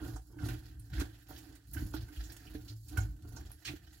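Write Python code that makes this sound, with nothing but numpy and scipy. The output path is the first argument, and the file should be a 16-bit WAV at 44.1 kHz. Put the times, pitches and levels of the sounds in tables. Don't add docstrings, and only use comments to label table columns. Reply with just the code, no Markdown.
import sys
import numpy as np
from scipy import signal
from scipy.fft import rfft, irfft
from scipy.io import wavfile
from scipy.ndimage import uniform_filter1d

SR = 44100
rng = np.random.default_rng(int(sys.argv[2]) if len(sys.argv) > 2 else 0)


def pcm_store(signal):
    levels = np.round(np.clip(np.atleast_2d(signal), -1, 1) * 32767)
    wavfile.write(sys.argv[1], SR, levels.astype(np.int16).T)


N = 176400
TIME, FREQ = np.arange(N) / SR, np.fft.rfftfreq(2 * N, 1 / SR)


def amp(db):
    return 10 ** (np.asarray(db) / 20)


def unit(x):
    return x / np.sqrt(np.mean(x ** 2) + 1e-20)


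def curve(points, hz, column=1):
    points = np.array(points, float)
    return np.interp(np.log(hz + 1), np.log(points[:, 0] + 1), points[:, column])


def add(mix, start_s, sound):
    part = mix[max(round(start_s * SR), 0):][:len(sound)]
    part += sound[:len(part)]


def colour(x, db_of_hz, size=2048):
    gain_db = np.maximum(db_of_hz(abs(np.fft.fftfreq(size, 1 / SR))), -100)
    response = np.exp(np.conj(signal.hilbert(np.log(amp(gain_db)))))
    taps = np.fft.ifft(response).real
    return signal.fftconvolve(x, taps[:size // 2])[:len(x)]


def ring(x, modes, through=0, detune=1):
    out = through * x
    clock = np.cumsum(detune * np.ones(len(x))) / SR
    for hz, bandwidth_hz, db in modes:
        phasor = np.exp(2j * np.pi * hz * clock)
        pole = np.exp(-np.pi * bandwidth_hz / SR)
        envelope = signal.lfilter([1 - pole], [1, -pole], x / phasor)
        out = out + amp(db) * 2 * (phasor * envelope).real
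    return out


def pops(per_s, spread_db, size=N):
    occurs = rng.random(size) < per_s / SR
    strength = amp(spread_db * np.minimum(rng.exponential(1, size), 4))
    return occurs * rng.choice([-1., 1.], size) * strength


def steady(x, size=2600):
    return x / np.sqrt(abs(uniform_filter1d(x ** 2, size)) + 1e-4 * np.mean(x ** 2))


def wander(seconds):
    size = int(seconds * SR)
    return unit(uniform_filter1d(uniform_filter1d(rng.standard_normal(N), size), size // 3))


# frequency_hz, gain_db
ROOM_TONE_SPECTRUM = [(15, 20.5), (25, -27), (123, -9), (307, -32), (527, -45), (1400, -72), (2590, -58),
                      (7600, -22.5), (15800, -31)]
def room_tone(level_db=-61.5, coherent_below_hz=400):
    left, other = [colour(rng.standard_normal(N), lambda f: curve(ROOM_TONE_SPECTRUM, f), size=8192)
                   for _ in range(2)]
    right = left + colour(other - left, lambda f: -10 * np.log10(1 + (coherent_below_hz / (f + 1)) ** 2))
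    return amp(level_db) * np.array([unit(left), unit(right)])


# frequency_hz, t60_s, reverberant_to_direct_db
REVERBERATION = [(56, 0.083, -10), (300, 0.28, -6), (1500, 0.32, 0.5), (4630, 0.27, 6), (15000, 0.33, -2)]
def room(x, left_lag_s=50e-6, size=24000):
    t = np.arange(size) / SR
    echoes = rng.choice([-1., 1.], (2, size)) * (rng.random((2, size)) < 4000 / SR)
    echoes *= (t > .0006) * (1 + 4.3 * np.exp(-t / 0.019))
    hz, age_s, spectra = signal.stft(echoes, SR, nperseg=256)
    decay = amp(-60 * age_s / curve(REVERBERATION, hz)[:, None])
    tail = signal.istft(spectra * decay, SR, nperseg=256)[1]
    tail = rfft(tail / np.linalg.norm(tail, axis=1, keepdims=True), 2 * N)
    wet = amp(curve(REVERBERATION, FREQ, column=2))
    direct = np.exp(-2j * np.pi * FREQ * np.array([[left_lag_s], [0]]))
    return irfft(rfft(x, 2 * N) * (direct + wet * tail) / np.sqrt(1 + wet ** 2))[:, :N]


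def around_cone(x, places=3, hold=440):
    place = np.repeat(rng.integers(0, places, N // hold + 1), hold)[:N]
    lags_s = 50e-6 + 70e-6 * np.linspace(-1, 1, places)
    return sum(room(x * uniform_filter1d(1. * (place == k), size=40), lag_s)
               for k, lag_s in enumerate(lags_s))


# time_s, rumble_db, rubbing_db, pulp_db, fizz_db
TWIST_LEVELS = [(0.0, -47.5, -46.5, -54, -63), (0.13, -42.5, -52, -69, -66),
                (0.181, -45.5, -61.5, -68, -77), (0.24, -61.5, -77.5, -88, -74),
                (0.33, -55, -61, -85, -77.5), (0.39, -50, -54, -68, -72.5),
                (0.436, -43.5, -45.5, -56, -60.5), (0.533, -45, -50, -59, -65.5), (0.6, -53, -64, -69, -76),
                (0.68, -54.5, -65, -64.5, -71.5), (0.78, -49.5, -69.5, -72, -77),
                (0.871, -61, -69, -73.5, -71.5), (0.938, -39.5, -61, -52.5, -66),
                (1.003, -38, -43.5, -49, -58), (1.04, -55, -51, -67.5, -70), (1.1, -54, -64, -62, -71),
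                (1.251, -65.5, -74.5, -72.5, -76.5), (1.312, -51, -57, -57, -66),
                (1.4, -59, -62.5, -64.5, -67), (1.511, -56.5, -60, -65.5, -71), (1.62, -67, -74, -74, -86),
                (1.709, -49.5, -74.5, -78.5, -67), (1.766, -46.5, -50, -52, -59),
                (1.83, -38, -54, -59.5, -60), (1.909, -49, -61.5, -74, -66), (1.967, -42.5, -50, -51, -65),
                (2.048, -45, -65, -69.5, -72), (2.12, -62.5, -58.5, -65.5, -69.5),
                (2.19, -57, -63, -58, -65), (2.33, -54, -61.5, -61, -64), (2.4, -59.5, -67, -63.5, -69.5),
                (2.55, -49, -59.5, -61.5, -68), (2.65, -52, -63, -72.5, -69), (2.717, -58, -61, -69.5, -71),
                (2.8, -60, -80.5, -92, -74.5), (2.86, -56, -77, -77.5, -67),
                (2.933, -47.5, -51.5, -62.5, -65), (3.017, -39.5, -54.5, -54.5, -65.5),
                (3.1, -43, -65.5, -80, -75.5), (3.2, -58.5, -68, -78, -83),
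                (3.251, -47.5, -58, -79.5, -77.5), (3.315, -50, -63, -73, -65),
                (3.37, -48, -56.5, -66, -70), (3.46, -50, -65, -63, -70.5), (3.57, -59.5, -73, -74.5, -76),
                (3.632, -72, -74.5, -69, -76.5), (3.702, -43, -49.5, -60, -60), (3.782, -61, -75, -69, -77),
                (3.88, -58.5, -69.5, -64.5, -72.5), (4.0, -63.5, -75.5, -72, -71)]
def twisting(column):
    points = np.array(TWIST_LEVELS, float)
    return amp(np.interp(TIME, np.sort(points[:, 0]), points[:, column]))


# frequency_hz, bandwidth_hz, gain_db
TABLE_MODES = [(54.9, 4.8, 3.5), (72, 15, -1.5), (109.4, 6.6, 3.5), (160.7, 200, -23.5)]
def table_rumble():
    judder = colour(pops(per_s=400, spread_db=2.1), lambda f: -12 * np.log2(1 + (f / 260) ** 2))
    return amp(0.5) * twisting(column=1) * steady(ring(judder, TABLE_MODES))


# start_s, hold_s, relative_level_db, pitch_hz
FOOT_GROANS = [(0.484, 0.04, -37, 119.1), (0.788, 0.057, -47, 111.6), (2.692, 0.063, -41.5, 110.2),
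               (3.0, 0.033, -32, 107)]
def foot_groans(rise_s=0.013, size=13000):
    out, t = np.zeros(N), np.arange(size) / SR
    for start_s, hold_s, db, hz in FOOT_GROANS:
        envelope = np.minimum(t / rise_s, 1) * np.exp(-np.maximum(t - hold_s, 0) / hold_s)
        add(out, start_s, amp(db) * envelope * np.sin(2 * np.pi * hz * t))
    return out


# start_s, relative_level_db, pitch_hz
FOOT_BUMPS = [(0.432, -37.5, 110.5), (.465, -43, 300), (0.931, -43.5, 119), (0.971, -41.5, 72),
              (1.016, -33, 300), (1.768, -41.5, 101), (1.823, -39.5, 266), (1.942, -37, 297),
              (2.171, -43, 57.2), (2.549, -39, 294), (2.978, -32, 97.4), (3.25, -49.5, 300),
              (3.737, -42.5, 311)]
def foot_bumps(rise_s=0.0013, decay_cycles=1.65, size=13000):
    out, t = np.zeros(N), np.arange(size) / SR
    for start_s, db, hz in FOOT_BUMPS:
        envelope = (1 - np.exp(-t / rise_s)) * np.exp(-t * hz / decay_cycles)
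        push = envelope * np.sin(2 * np.pi * hz * t)
        push /= abs(push).max()
        hum = amp(3.5) * ring(push, TABLE_MODES)
        add(out, start_s, amp(db + 4) * (push + hum))
    return out


# frequency_hz, bandwidth_hz, gain_db
JUICER_MODES = [(305.6, 20.8, 7), (444, 27, -8.5), (605, 260, -21.5), (755, 35, -6), (1442, 20, -3),
                (1533, 75, -1.5), (2150, 54, -10), (2740, 120, -11.5), (3000, 86, 0)]
def plastic_shell(force, detune=1):
    return ring(force, JUICER_MODES, through=amp(-26.5), detune=detune)


# start_s, relative_level_db, centre_hz
STRAINER_KNOCKS = [(.159, -48, 740), (.385, -51.5, 1540), (0.483, -50, 1500), (0.93, -53, 1600),
                   (0.979, -50, 1590), (1.005, -43.5, 1350), (1.288, -56, 755), (1.305, -49.5, 736),
                   (1.765, -43.5, 1480), (1.936, -43.5, 840), (2.082, -58.5, 1480), (2.545, -42, 500),
                   (2.969, -34.5, 1560), (2.985, -42.5, 850), (3.365, -50.5, 770), (3.503, -58.5, 836),
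                   (3.683, -53.5, 824)]
def strainer_knocks(rise_s=0.0041, fall_s=0.0045, half_width_octaves=0.62, size=6000):
    out, t = np.zeros(N), np.arange(size) / SR
    envelope = np.minimum(t / rise_s, 1) * np.exp(-np.maximum(t - rise_s, 0) / fall_s)
    for start_s, db, hz in STRAINER_KNOCKS:
        def band_db(f):
            offset = np.log2((f + 1) / hz) / half_width_octaves
            return np.maximum(-20 * np.log10(1 + offset ** 4), -40)
        chatter = envelope * pops(per_s=3000, spread_db=0.98, size=size)
        add(out, start_s, amp(db - 12) * unit(plastic_shell(colour(chatter, band_db))))
    return out


def wet_gap(x, hz, half_width_octaves, skirt_db=-19, cutoff_hz=1300):
    def gain_db(f):
        peak = np.exp(-.35 * (np.log2((f + 1) / hz) / half_width_octaves) ** 2)
        bass_loss_db = 10 * np.log10(1 + (cutoff_hz / (f + 1)) ** 6)
        return 20 * np.log10(peak + amp(skirt_db)) - bass_loss_db
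    return colour(x, gain_db)


# start_s, relative_level_db, centre_hz, half_width_octaves
CELL_TICKS = [(.468, -44, 9300, 0.25), (0.487, -35, 6500, 3), (0.796, -45, 10000, 0.18),
              (1.269, -53.5, 3000, .9), (1.738, -33, 11000, .35), (2.322, -39.5, 8500, .9),
              (2.366, -41.5, 6500, 1.1), (3.223, -52.5, 5500, 1.5), (3.516, -39.5, 10760, 0.12)]
def cell_ticks(fall_s=0.0028, size=2048):
    out, t = np.zeros(N), np.arange(size) / SR
    for start_s, db, hz, octaves in CELL_TICKS:
        burst = rng.standard_normal(size) * np.exp(-t / fall_s)
        add(out, start_s, amp(db - 18) * unit(wet_gap(burst, hz, octaves)))
    return out


# start_s, length_s, relative_level_db, centre_hz, half_width_octaves
JUICE_SQUIRTS = [(0.152, 0.015, -49.5, 7200, 0.39), (0.481, 0.0075, -39.5, 2700, 0.53),
                 (0.987, 0.026, -38.5, 1800, 1.85), (1.28, 0.029, -51, 13100, 0.25),
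                 (1.369, 0.02, -48, 5540, 3.6), (1.548, 0.01, -51, 5300, 4.6),
                 (1.726, 0.012, -39.5, 14000, 0.3), (1.935, 0.016, -45, 12840, 0.17),
                 (1.927, 0.026, -48, 4050, 0.5), (2.151, 0.024, -52, 3060, 0.093),
                 (2.229, 0.034, -52.5, 6240, 0.24), (2.461, 0.015, -51, 2670, 0.16),
                 (2.673, 0.03, -48, 4200, 0.36), (2.875, 0.024, -49.5, 6950, 1.05),
                 (2.967, 0.0091, -34.5, 9200, 0.73), (2.997, 0.018, -46.5, 6700, 0.092),
                 (3.355, 0.016, -46, 5460, 0.27), (3.644, 0.024, -36.5, 3200, 0.63),
                 (3.668, 0.02, -35.5, 2420, 0.55)]
def juice_squirts(rise_s=0.009, fall_s=0.0034, size=4096):
    out, t = np.zeros(N), np.arange(size) / SR
    for start_s, length_s, db, hz, octaves in JUICE_SQUIRTS:
        envelope = np.minimum(t / rise_s, 1) ** 2 * np.exp(-np.maximum(t - length_s, 0) / fall_s)
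        sputter = envelope * pops(per_s=2400, spread_db=3.5, size=size)
        spit = unit(wet_gap(sputter, hz, octaves)) * np.sqrt(length_s * SR / size)
        add(out, start_s, amp(db - 5) * spit)
    return out


def bubbles(low_hz, high_hz, per_s, decay_cycles, sizes=16):
    out, t = np.zeros(N), np.arange(800) / SR
    for hz in np.geomspace(low_hz, high_hz, sizes):
        age = t * hz / decay_cycles
        glide = 1 + 0.0067 * np.minimum(age, 4)
        ping = np.exp(-age) * np.sin(2 * np.pi * hz * t * glide)
        out += signal.oaconvolve(pops(per_s / sizes, spread_db=3.5), ping * hz)[:N]
    return unit(out)


# frequency_hz, gain_db
PULP_SPECTRUM = [(300, -32.5), (700, 4), (1100, -16), (1550, 6), (1800, 4.5), (2200, -6), (2900, 0),
                 (4400, -0.5), (6000, -5), (12000, -39)]
FIZZ_SPECTRUM = [(2000, -30), (4500, -6), (5800, -11.5), (7200, -8), (8600, -17), (11500, -5.5),
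                 (13500, -11), (15800, -7.5)]
def pulp_crackle(lurch_db=3.2, lurch_s=0.014):
    cells = bubbles(857, 6250, per_s=1400, decay_cycles=1.4)
    froth = bubbles(4130, 15750, per_s=3000, decay_cycles=2.2)
    pulp = twisting(column=3) * steady(colour(cells, lambda f: curve(PULP_SPECTRUM, f)))
    fizz = twisting(column=4) * steady(colour(froth, lambda f: curve(FIZZ_SPECTRUM, f)))
    lurches = unit(amp(lurch_db * wander(lurch_s)))
    return (pulp + amp(5.5) * fizz) * lurches


# frequency_hz, gain_db
FRICTION_SPECTRUM = [(60, -25), (150, 2), (250, 5), (800, -1.5), (1200, -0.5), (1700, -17), (3000, -23),
                     (8000, -48)]
def peel_rubbing(grip_bend=0.02, grip_s=0.06):
    slips = colour(pops(per_s=1100, spread_db=4), lambda f: curve(FRICTION_SPECTRUM, f))
    shell = plastic_shell(slips, detune=1 + grip_bend * wander(grip_s))
    return amp(2) * twisting(column=2) * steady(shell)


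# frequency_hz, excess_db
RIGHT_EXCESS = [(150, 0.5), (320, 7.5), (750, 6.5), (1400, 10.5), (2500, 4), (5000, 6.5), (12500, 6.5),
                (15500, 16)]
def scene():
    solids = room(table_rumble() + foot_bumps() + foot_groans() + peel_rubbing() + strainer_knocks())
    juice = around_cone(pulp_crackle() + juice_squirts() + cell_ticks())
    right = amp(curve(RIGHT_EXCESS, FREQ))
    sides = np.array([np.ones_like(right), right]) / np.sqrt((1 + right ** 2) / 2)
    return irfft(rfft(solids + juice, 2 * N) * sides)[:, :N] + room_tone()


def record(dry, low_hz=40, high_hz=15900):
    high_pass = signal.butter(4, low_hz, "high", fs=SR, output="sos")
    low_pass = signal.firwin(511, high_hz, window=("kaiser", 9), fs=SR)
    return signal.oaconvolve(signal.sosfilt(high_pass, dry), low_pass[None], "same")


dry = scene()
out = record(dry)
pcm_store(out)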